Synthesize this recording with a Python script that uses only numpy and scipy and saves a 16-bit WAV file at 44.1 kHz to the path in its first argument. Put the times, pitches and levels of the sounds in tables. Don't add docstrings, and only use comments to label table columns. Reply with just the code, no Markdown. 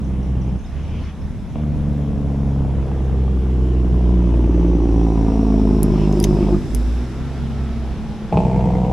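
import sys
import numpy as np
from scipy import signal
from scipy.fft import rfft, irfft, next_fast_len
from scipy.io import wavfile
from scipy.ndimage import uniform_filter1d, map_coordinates

SR = 44100
rng = np.random.default_rng(int(sys.argv[2]) if len(sys.argv) > 2 else 0)


def dump_mix(stems):
    frames = np.atleast_2d(stems).T
    limited = np.clip(frames, -1, 1)
    pcm = np.round(limited * 32767).astype(np.int16)
    wavfile.write(sys.argv[1], SR, pcm)


N = 393633
T = np.arange(N) / SR

# time_s, firing_hz
FIRING_RATE = [(0.0, 66.44), (0.66, 62.14), (0.88, 76.74), (1.2, 70.5), (1.6, 74.66), (2.2, 70.45),
               (3.2, 65.51), (4.3, 59.68), (6.0, 51.55), (6.65, 50.26), (7.3, 69.22), (7.65, 66.09),
               (8.05, 62.56), (8.3, 64.2), (8.93, 61.6)]
# time_s, bark_db (before the exhaust mix)
FAR_BURST = [(0, -40), (0.561, -36.5)]
PASSING_BURST = [(1.535, -38), (2.0, -39), (2.7, -34.5), (3.5, -31.5), (4.3, -27), (5.1, -24),
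                 (6.567, -20.5)]
LEAVING_BURST = [(8.321, -22.5), (8.93, -28.5)]
# blast_db (scaled by a contrast), lateness_s
CYLINDERS = np.array([(0, 0), (.6, .0006), (0, .0003), (-.8, -.0002), (2.3, 0), (-.4, .0003)])


def exhaust():
    # freq_hz, relative_db
    ahead_stack = [(150, -39), (280, -1), (360, 4.5), (450, 0.5), (540, -3.5), (700, -4), (950, -13.5),
                   (1300, -23), (2500, -38.5), (5000, -63.5)]
    nearing_stack = [(150, -55.5), (260, 9.5), (335, 5), (450, -2.5), (550, -11), (700, -15.5),
                     (1000, -18.5), (1400, -32.5), (1900, -45), (3000, -35.5), (5000, -79.5)]
    abreast_stack = [(130, -32), (220, -17), (275, 10.5), (355, 13.5), (420, 2), (520, -8.5), (680, -5),
                     (800, -11), (920, -11), (1100, -16), (1300, -26.5), (1800, -46), (2600, -31),
                     (6000, -91)]
    behind_stack = [(200, -29.5), (300, 6), (370, 5), (450, 3.5), (560, 1), (680, 1), (900, -2),
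                    (1100, -18), (1600, -39), (2400, -32), (4000, -45), (8000, -47.5), (13000, -73)]
    # centre_hz, width_hz, relative_db
    pipe = [(38, 20, -19.5), (86, 11, -4.5), (172.4, 24, -1.5), (267, 21, -5)]
    pipe_behind = [(42, 20, -31), (129, 160, -8.5), (169.4, 15, 5.5), (259, 32, -32)]
    firings = np.cumsum(curves(FIRING_RATE)[0]) / SR
    flow = turbulence(firings)
    far = brake(firings, flow, FAR_BURST, nearing_stack, pipe_behind,
                rasp_db=-8.0, crack_db=-22.0, lope_db=3, echo=0.19, contrast=0.184)
    ahead = brake(firings, flow, PASSING_BURST, ahead_stack, pipe,
                  rasp_db=-7, crack_db=-9, lope_db=3, echo=0.18, contrast=1.0)
    nearing = brake(firings, flow, PASSING_BURST, nearing_stack, pipe,
                    rasp_db=-4, crack_db=-15.5, lope_db=-2, echo=0.29, contrast=0.59)
    abreast = brake(firings, flow, PASSING_BURST, abreast_stack, pipe,
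                    rasp_db=-6.5, crack_db=-15.5, lope_db=-5.5, echo=0.46, contrast=.75)
    behind = brake(firings, flow, LEAVING_BURST, behind_stack, pipe_behind,
                   rasp_db=-7, crack_db=-9.5, lope_db=3.5, echo=0.6, contrast=0.55)
    near = np.clip((T - 2.5) / .9, 0, 1)
    level_with = np.clip((T - 4.3) / 0.88, 0, 1)
    passing = (1 - near) * ahead + near * (1 - level_with) * nearing + level_with * abreast
    rough = braking(PASSING_BURST) * uneven_part(passing, firings)
    bursts = rough + amp(2.5) * far + amp(0.7) * behind
    swell = firings - .02
    return drone(swell) + bursts + flares(firings, flow) + throttle(swell) + hard_cracks()


def brake(firings, flow, burst, stack, modes, rasp_db, crack_db, lope_db, echo, contrast):
    pulses, uneven = blasts(firings, contrast)
    gas = puffs(pulses, flow, decay_s=0.0076)
    crack = filtered(unit(pulses ** 4), lambda f: 1j * f / (550 + 1j * f))
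    lift = [(300, 8.3), (600, 15.0), (1200, 15.04)]
    rasp = filtered(amp(rasp_db) * gas + amp(crack_db) * crack, lambda f: amp(along(lift, f)))
    bark = unit(reflected(ring(pulses + rasp, stack), echo))

    def pipe_response(f):
        total = 0
        for k, (centre, width, db) in enumerate(modes):
            damping = 1j * f * width
            total = total + (-1) ** k * amp(db) * damping / (centre * centre - f * f + damping)
        return total / (1 + 1j * f / 320) ** 2

    lope = unit(filtered(uneven + 0.44 * gas, pipe_response))
    engaged = 1. * ((T >= burst[0][0]) & (T <= burst[-1][0]))
    engaged = uniform_filter1d(engaged, size=256)
    return engaged * amp(curves(burst)[0]) * (bark + amp(lope_db) * lope)


def blasts(firings, contrast, scatter_db=.45, jitter_s=.00008):
    at = np.flatnonzero(np.diff(np.floor(firings)))
    chance = rng.standard_normal((len(at), 2))
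    blast_db, late_s = CYLINDERS[np.arange(len(at)) % len(CYLINDERS)].T
    size = amp(contrast * blast_db + scatter_db * chance[:, 0])
    shift = np.round(SR * (late_s + jitter_s * chance[:, 1])).astype(int)
    at = np.clip(at + shift, 0, N - 1)
    pulses, uneven = np.zeros((2, N))
    pulses[at] = size
    uneven[at] = size - size.mean()
    return unit(pulses), unit(uneven)


def turbulence(firings, count=3, size=1024):
    drift_per_s, fresh_share = 2.0, .12
    firing = np.floor(firings).astype(int)
    age = np.arange(N) - np.searchsorted(firing, firing)
    shapes = rng.standard_normal((count, len(CYLINDERS), size))
    shapes = shapes[:, firing % len(CYLINDERS), age % size]
    weights = np.array([wobble(drift_per_s) for _ in shapes])
    kept = np.sum(shapes * weights, axis=0) / np.linalg.norm(weights, axis=0)
    return np.sqrt(1 - fresh_share) * kept + np.sqrt(fresh_share) * rng.standard_normal(N)


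def puffs(pulses, flow, decay_s):
    envelope = signal.lfilter([1], [1, -np.exp(-1 / (decay_s * SR))], pulses)
    return unit(envelope * flow)


def uneven_part(x, firings, count=8, size=12000):
    step = np.exp(2j * np.pi * firings)
    turn = step
    for _ in range(count):
        steady = uniform_filter1d(x * turn.conj(), size=size)
        x = x - 2 * (turn * steady).real
        turn = turn * step
    return x


def reflected(x, echo):
    longest_lag_s, closest_s, pass_s = .0059, 7.05, 1.75
    late = T - longest_lag_s / np.hypot(1, (T - closest_s) / pass_s)
    return (x + echo * np.interp(late, T, x)) / np.hypot(1, echo)


def hard_cracks(echo=0.83):
    # time_s, relative_db
    cracks = [(1.557, -22), (1.568, -34), (1.585, -26), (2.826, -29), (2.915, -24.5), (4.241, -24),
              (4.341, -21), (4.442, -23), (4.544, -23), (4.646, -23), (8.3256, -16.5), (8.372, -6.5),
              (8.454, -23), (8.511, -25), (8.607, -21), (8.702, -21), (8.752, -25), (8.847, -20),
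              (8.894, -27)]
    # freq_hz, relative_db
    crack_colour = [(120, -22), (300, -7), (450, 7), (650, 10), (880, 3.5), (1150, -2), (1700, -32),
                    (2450, -6), (3200, -21.5), (4500, -31), (8000, -64), (13000, -84)]
    hits = np.zeros(N)
    for s, db in cracks:
        hits[round(s * SR)] = amp(db + 14.5)
    return reflected(ring(hits, crack_colour), echo)


def flares(firings, flow):
    # start_s, end_s, start_hz, end_hz, width_hz, level_db
    resonances = [(3.5, 5.2, 374, 334, 69.5, -39), (6.102, 6.573, 370, 354, 45, -34),
                  (8.33, 8.746, 2470, 1970, 350, -52)]
    rise_share, release_s = 0.43, 0.036
    pulses, _ = blasts(firings, contrast=1.3)
    source = pulses + puffs(pulses, flow, decay_s=0.0065)
    sound = np.zeros(N)
    for start, end, from_hz, to_hz, width_hz, db in resonances:
        hz = np.interp(T, [start, end], [from_hz, to_hz])
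        turn = np.exp(2j * np.pi * np.cumsum(hz) / SR)
        slow = signal.lfilter(*signal.butter(2, width_hz / SR), source / turn)
        rung = unit((turn * slow).real)
        sound += amp(db) * gate(start, end, rise_share * (end - start), release_s) * rung
    return sound


def drone(firings, count=8):
    # time_s, level_db
    fundamental = [(1.535, -30), (1.65, -26), (2.1, -29), (2.5, -22), (2.9, -22), (3.3, -18), (4.1, -14.5),
                   (4.5, -15), (5.1, -18), (6.57, -20.5)]
    second = [(1.535, -34), (1.62, -24), (2.1, -25), (2.55, -21), (2.9, -27.5), (4.35, -26), (4.65, -37.5),
              (5.1, -27), (5.7, -34), (6.57, -31.5)]
    third = [(1.6, -27.5), (2.5, -28), (2.9, -35), (3.3, -29), (3.8, -28.5), (4.25, -20), (4.42, -34.5),
             (4.57, -20.5), (4.73, -22.5), (4.85, -41), (5.0, -23), (5.6, -29), (5.95, -18.5), (6.25, -21),
             (6.57, -25)]
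    far_orders = [-23, -29.5, -29.5]
    leaving_orders = [-24.5, -25.5, -21.5]
    # time_s, centre_hz, peak_db
    low_focus = [(1.6, 293, -36.5), (2.55, 278, -31.5), (2.9, 330, -38.5), (3.3, 265, -38.5),
                 (3.7, 284, -31), (4.1, 276, -34.5), (4.4, 248, -26.5), (4.65, 298, -29.5),
                 (4.85, 306, -25), (5.1, 263, -25), (5.4, 244, -17), (5.7, 236, -18), (6.0, 215, -21),
                 (6.57, 195, -22.5)]
    high_focus = [(1.6, 540, -56), (2.1, 424, -40), (2.5, 448, -42), (3.7, 409, -38), (4.4, 388, -35.5),
                  (5.1, 369, -30), (5.4, 440, -33), (5.7, 403, -29.5), (6.0, 355, -29.5), (6.25, 350, -28),
                  (6.57, 343, -25.5)]
    resonances = [(*curves(low_focus), 47.5), (*curves(high_focus), 59.4)]
    hz, = curves(FIRING_RATE)
    far, passing, leaving = braking(FAR_BURST), braking(PASSING_BURST), braking(LEAVING_BURST)
    gains = []
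    for rows, far_db, leaving_db in zip((fundamental, second, third), far_orders, leaving_orders):
        gains.append(passing * amp(curves(rows)[0]) + far * amp(far_db) + leaving * amp(leaving_db))
    for k in range(len(gains) + 1, count + 1):
        lift = sum(amp(db) * np.exp(-((k * hz - centre) / width) ** 2) for centre, db, width in resonances)
        gains.append(passing * lift)
    from_s, over_s = 3.5, 1.5
    side = np.clip((T - from_s) / over_s, 0, 1) * (T < LEAVING_BURST[0][0])
    side_lag, dispersion = .11, .08
    tone = np.zeros(N)
    for k, gain in enumerate(gains, 1):
        lag = (k - 1) * (side * side_lag + (1 - side) * dispersion * k)
        tone += gain * np.cos(2 * np.pi * (k * firings - lag))
    return np.sqrt(2) * amp(.6 * wobble(14)) * tone


def throttle(firings, count=4):
    # start_s, end_s, fundamental_db, second_order_db
    pushes = [(.64, 1.055, -26, -40), (1.185, 1.257, -19.5, -38), (6.645, 7.002, -18.5, -47),
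              (6.91, 7.56, -26.5, -30.5), (7.476, 7.903, -22, -31)]
    attack_s, release_s, fall_db = 0.13, 0.068, 11.5
    deep, upper = amp(-38), amp(-43)
    for start, end, deep_db, second_db in pushes:
        push = gate(start, end, attack_s, release_s)
        deep = np.maximum(deep, amp(deep_db) * push)
        upper = np.maximum(upper, amp(second_db) * push)
    overtones = sum(amp(-fall_db * (k - 2)) * np.cos(2 * np.pi * k * firings) for k in range(2, count + 1))
    hum = deep * np.cos(2 * np.pi * firings) + upper * overtones
    return np.sqrt(2) * amp(1.5 * wobble(4.0)) * hum


def rolling():
    # freq_hz, relative_db
    roar_colour = [(160, -9.5), (280, -10.5), (450, -2), (570, -11.5), (700, -6.5), (980, -13), (1300, -15),
                   (1900, -19), (2800, -21.5), (3600, -23), (6000, -31), (9000, -55)]
    howl_colour = [(150, -29), (260, -2), (330, 3), (430, -3), (560, -29), (1000, -54)]
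    hiss_colour = [(1800, -27), (3000, -24), (3600, 3), (4400, -9.5), (5200, 3.5), (6100, -1.5), (6800, -8),
                   (7600, -2), (8800, -11.5), (10000, -7.5), (11400, -7.5), (12400, -41), (15500, -53.5)]
    rumble_colour = [(12, -28), (25, 3), (45, 2), (90, -2), (160, -1), (240, -6.5), (350, -20),
                     (600, -25.5), (1200, -75.5)]
    roar = passing_by(closest_s=7.24, half_s=1.35, db=-39) * rush(roar_colour, patchy_db=1.1)
    roar = roar * amp(0.18 * wobble(20))
    howl = passing_by(closest_s=6.44, half_s=0.45, db=-32.5) * rush(howl_colour, patchy_db=1.0)
    hiss = passing_by(closest_s=6.4, half_s=0.65, db=-51) * rush(hiss_colour, patchy_db=.6)
    hiss = hiss * amp(.8 * wobble(5))
    engaged = braking(FAR_BURST) + braking(PASSING_BURST) + braking(LEAVING_BURST)
    rumble_db = -28 + 2 * engaged + 0.22 * wobble(6.7)
    rumble = amp(rumble_db) * rush(rumble_colour, patchy_db=1.5)
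    doppler, abreast_s, turn_s = 0.066, 7.5, 0.495
    tread_hz = 230.5 * (1 - doppler * np.tanh((T - abreast_s) / turn_s))
    tone = np.sin(2 * np.pi * np.cumsum(tread_hz + 2 * wobble(7)) / SR)
    hum = unit(tone + .35 * fuzzy_tone(tread_hz, width_hz=30))
    from_s, rise_s = 5.8, .8
    tread = amp(-31.5) * np.clip((T - from_s) / rise_s, 0, 1) * hum
    return roar + howl + hiss + rumble + tread


def passing_by(closest_s, half_s, db):
    return amp(db) / np.hypot(1, (T - closest_s) / half_s)


def whines():
    # start_s, end_s, start_hz, end_hz, level_db
    tones = [(6.901, 7.901, 1374, 1280, -55.5), (7.5, 7.9, 702, 672, -49), (7.975, 8.3, 843, 825, -47)]
    sound = np.zeros(N)
    for start, end, from_hz, to_hz, db in tones:
        hz = np.interp(T, [start, end], [from_hz, to_hz])
        sound += amp(db) * gate(start, end, attack_s=0.14, release_s=.1) * fuzzy_tone(hz, width_hz=55)
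    return sound


def turbo():
    # time_s, pitch_hz, level_db
    whistle_glide = [(3.5, 6400, -83), (4.8, 5870, -59), (6.4, 5075, -53), (7.4, 5090, -94)]
    # start_s, end_s, level_db
    swells = [(.62, 1.095, -46.5), (5.885, 6.052, -42.5), (6.33, 6.465, -47)]
    # freq_hz, relative_db
    air_colour = [(600, -22), (1000, 1), (1700, -10), (2400, 0.5), (3100, 1.5), (3900, -10), (6000, -12),
                  (8000, -37), (13000, -80)]
    rise_share, release_s = 0.87, 0.05
    hz, db = curves(whistle_glide)
    whistle = amp(db) * unit(fuzzy_tone(hz, width_hz=400) + 0.75 * fuzzy_tone(hz, width_hz=1200))
    gain = sum(amp(air_db) * gate(start, end, rise_share * (end - start), release_s)
               for start, end, air_db in swells)
    return whistle + gain * rush(air_colour, patchy_db=2.0)


def tackle():
    # time_s, relative_db, t60_s, body_db and ping_db against the click
    clicks = [(5.831, -7, 0.007, -28, -40), (6.126, -40, .012, 14, -30), (6.2011, -12, 0.0068, -20, -18.5),
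              (6.227, -22, 0.025, -8, -30), (6.2404, -19, 0.03, 9.5, -12), (6.748, -9, 0.0094, -13, -36)]
    # freq_hz, relative_db
    snap_colour = [(3000, -29), (5000, -14.5), (8000, -13), (10500, -1.5), (12500, -7.5), (15500, -38)]
    body_colour = [(700, -37), (2000, -0.5), (3500, 1), (4800, -7), (6300, 4), (7500, -6.5), (12000, -16)]
    snap, body = np.zeros((2, 2, N))
    ping = np.zeros(N)
    t = np.arange(SR // 8) / SR
    for s, db, t60, body_db, ping_db in clicks:
        i = round(s * SR)
        after_ring = amp(-21.5 - 60 * t / 0.089)
        decay = amp(db - 10.5) * (amp(-60 * t / t60) + after_ring)
        burst = decay * (rng.standard_normal(len(t)) + .5 * rng.standard_normal((2, len(t))))
        snap[:, i:][:, :len(t)] += burst
        body[:, i:][:, :len(t)] += amp(body_db) * burst
        ping[i:][:len(t)] += amp(db + ping_db - 60 * t / 0.055) * np.sin(2 * np.pi * 4850 * t)
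    return ping + np.array([ring(a, snap_colour) + ring(b, body_colour) for a, b in zip(snap, body)])


def bird():
    # time_s, start_hz, relative_db, length_s, fall (share of the start pitch; below zero it rises)
    chips = [(.04, 6800, -56, .015, .26), (.224, 6300, -57, .017, .16), (.41, 6400, -55, .018, .19),
             (.472, 6500, -60, .009, -.05), (.488, 5300, -60, .012, 0), (.587, 6600, -57, .014, .08),
             (.636, 7100, -58, .012, .15), (.645, 3600, -52, .011, -.05), (.655, 5550, -55, .021, .13),
             (.828, 6700, -58, .012, .14), (1.032, 5600, -58, .022, .13), (1.21, 5550, -58, .018, .1)]
    song = np.zeros(N)
    for s, start_hz, db, length_s, fall in chips:
        u = np.linspace(0, 1, int(length_s * SR))
        hz = start_hz * (1 - fall * u)
        chip = np.sin(np.pi * u) * np.sin(2 * np.pi * np.cumsum(hz) / SR)
        song[round(s * SR):][:len(u)] += amp(db + 4) * chip
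    return song + amp(-12) * banks(song, t60=.25)


def creek():
    # freq_hz, relative_db
    water_colour = [(180, -27), (300, -2.5), (392, -11), (860, -11.5), (1320, -19), (3430, -26),
                    (4410, -35.5), (5590, -30.5), (8960, -40.5), (10300, -36.5), (11700, -40),
                    (12900, -68.5), (16700, -104), (22000, -120)]
    return amp(-44 + 0.43 * wobble(5)) * rush(water_colour, patchy_db=1.66)


def banks(x, t60, size=256):
    t = np.arange(SR // 2) / SR
    tail = rng.standard_normal((2, len(t))) * amp(-60 * t / t60) * (t > size / SR)
    wet = signal.fftconvolve(x[None], tail / np.linalg.norm(tail[0]), axes=1)[:, :N]
    colour = [(100, -27.0), (400, -8.5), (1200, 1.0), (6000, 10.5)]  # Hz, dB
    return filtered(wet, lambda hz: amp(along(colour, hz)))


def rush(spectrum, patchy_db):
    # freq_hz, correlation
    alike = [(30, 0.1), (100, 0.86), (300, 0.94), (800, 0.99), (2000, 0.94), (5000, 0.52), (11000, 0.072)]
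    z = signal.stft(rng.standard_normal((2, N)), nperseg=512)[2]
    field = uniform_filter1d(rng.standard_normal(z.shape[1:]), size=6, axis=0)
    field = uniform_filter1d(field, size=14, axis=1)
    pair = signal.istft(z * amp(patchy_db * unit(field)), nperseg=512)[1][:, :N]

    def mid_side(hz):
        turn = np.arccos(np.clip(along(alike, hz), -1, 1)) / 2
        return amp(along(spectrum, hz)) * [np.cos(turn), np.sin(turn)]

    mid, side = filtered(pair, mid_side)
    return unit(np.array([mid + side, mid - side]))


def fuzzy_tone(hz, width_hz):
    phase = 2 * np.pi * np.cumsum(hz) / SR
    return unit(wobble(width_hz) * np.cos(phase) + wobble(width_hz) * np.sin(phase))


def ring(x, spectrum, size=8192):
    cep = irfft(np.log(amp(along(spectrum, np.fft.rfftfreq(size, 1 / SR)))))
    cep[1:size // 2] *= 2
    cep[size // 2 + 1:] = 0
    response = irfft(np.exp(rfft(cep)))
    return signal.fftconvolve(x, response / np.linalg.norm(response))[:N]


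def filtered(x, response):
    m = next_fast_len(N + SR // 2)
    return irfft(rfft(x, m) * response(np.fft.rfftfreq(m, 1 / SR)), m)[..., :N]


def gate(start, end, attack_s, release_s):
    return np.clip((T - start) / attack_s, 0, 1) * np.clip(1 - (T - end) / release_s, 0, 1)


def braking(burst):
    return gate(burst[0][0], burst[-1][0], attack_s=0.026, release_s=0.038)


def wobble(rate):
    return map_coordinates(rng.standard_normal(int(N * rate / SR) + 4), [T * rate])


def curves(rows):
    s, *cols = np.transpose(rows)
    return [np.interp(T, s, c) for c in cols]


def along(points, hz):
    f, v = np.transpose(points)
    return np.interp(np.log(hz + 1), np.log(f + 1), v)


def amp(db):
    return 10 ** (np.asarray(db) / 20)


def unit(x):
    return x / np.sqrt(np.mean(x ** 2) + 1e-20)


def scene():
    engine = exhaust()
    truck = engine + amp(-11.5) * banks(engine, t60=0.18) + rolling() + whines() + turbo()
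    return truck + tackle() * amp([[1], [-1]]) + bird() + creek()


def record(dry):
    top_hz = 15750

    def pair_response(hz):
        lean_db = along([(50, -1.6), (130, -0.06), (1000, 0.2)], hz)
        return amp([lean_db / 2, -lean_db / 2]) * (hz < top_hz)

    return filtered(dry, pair_response)


dry = scene()
out = record(dry)
dump_mix(out)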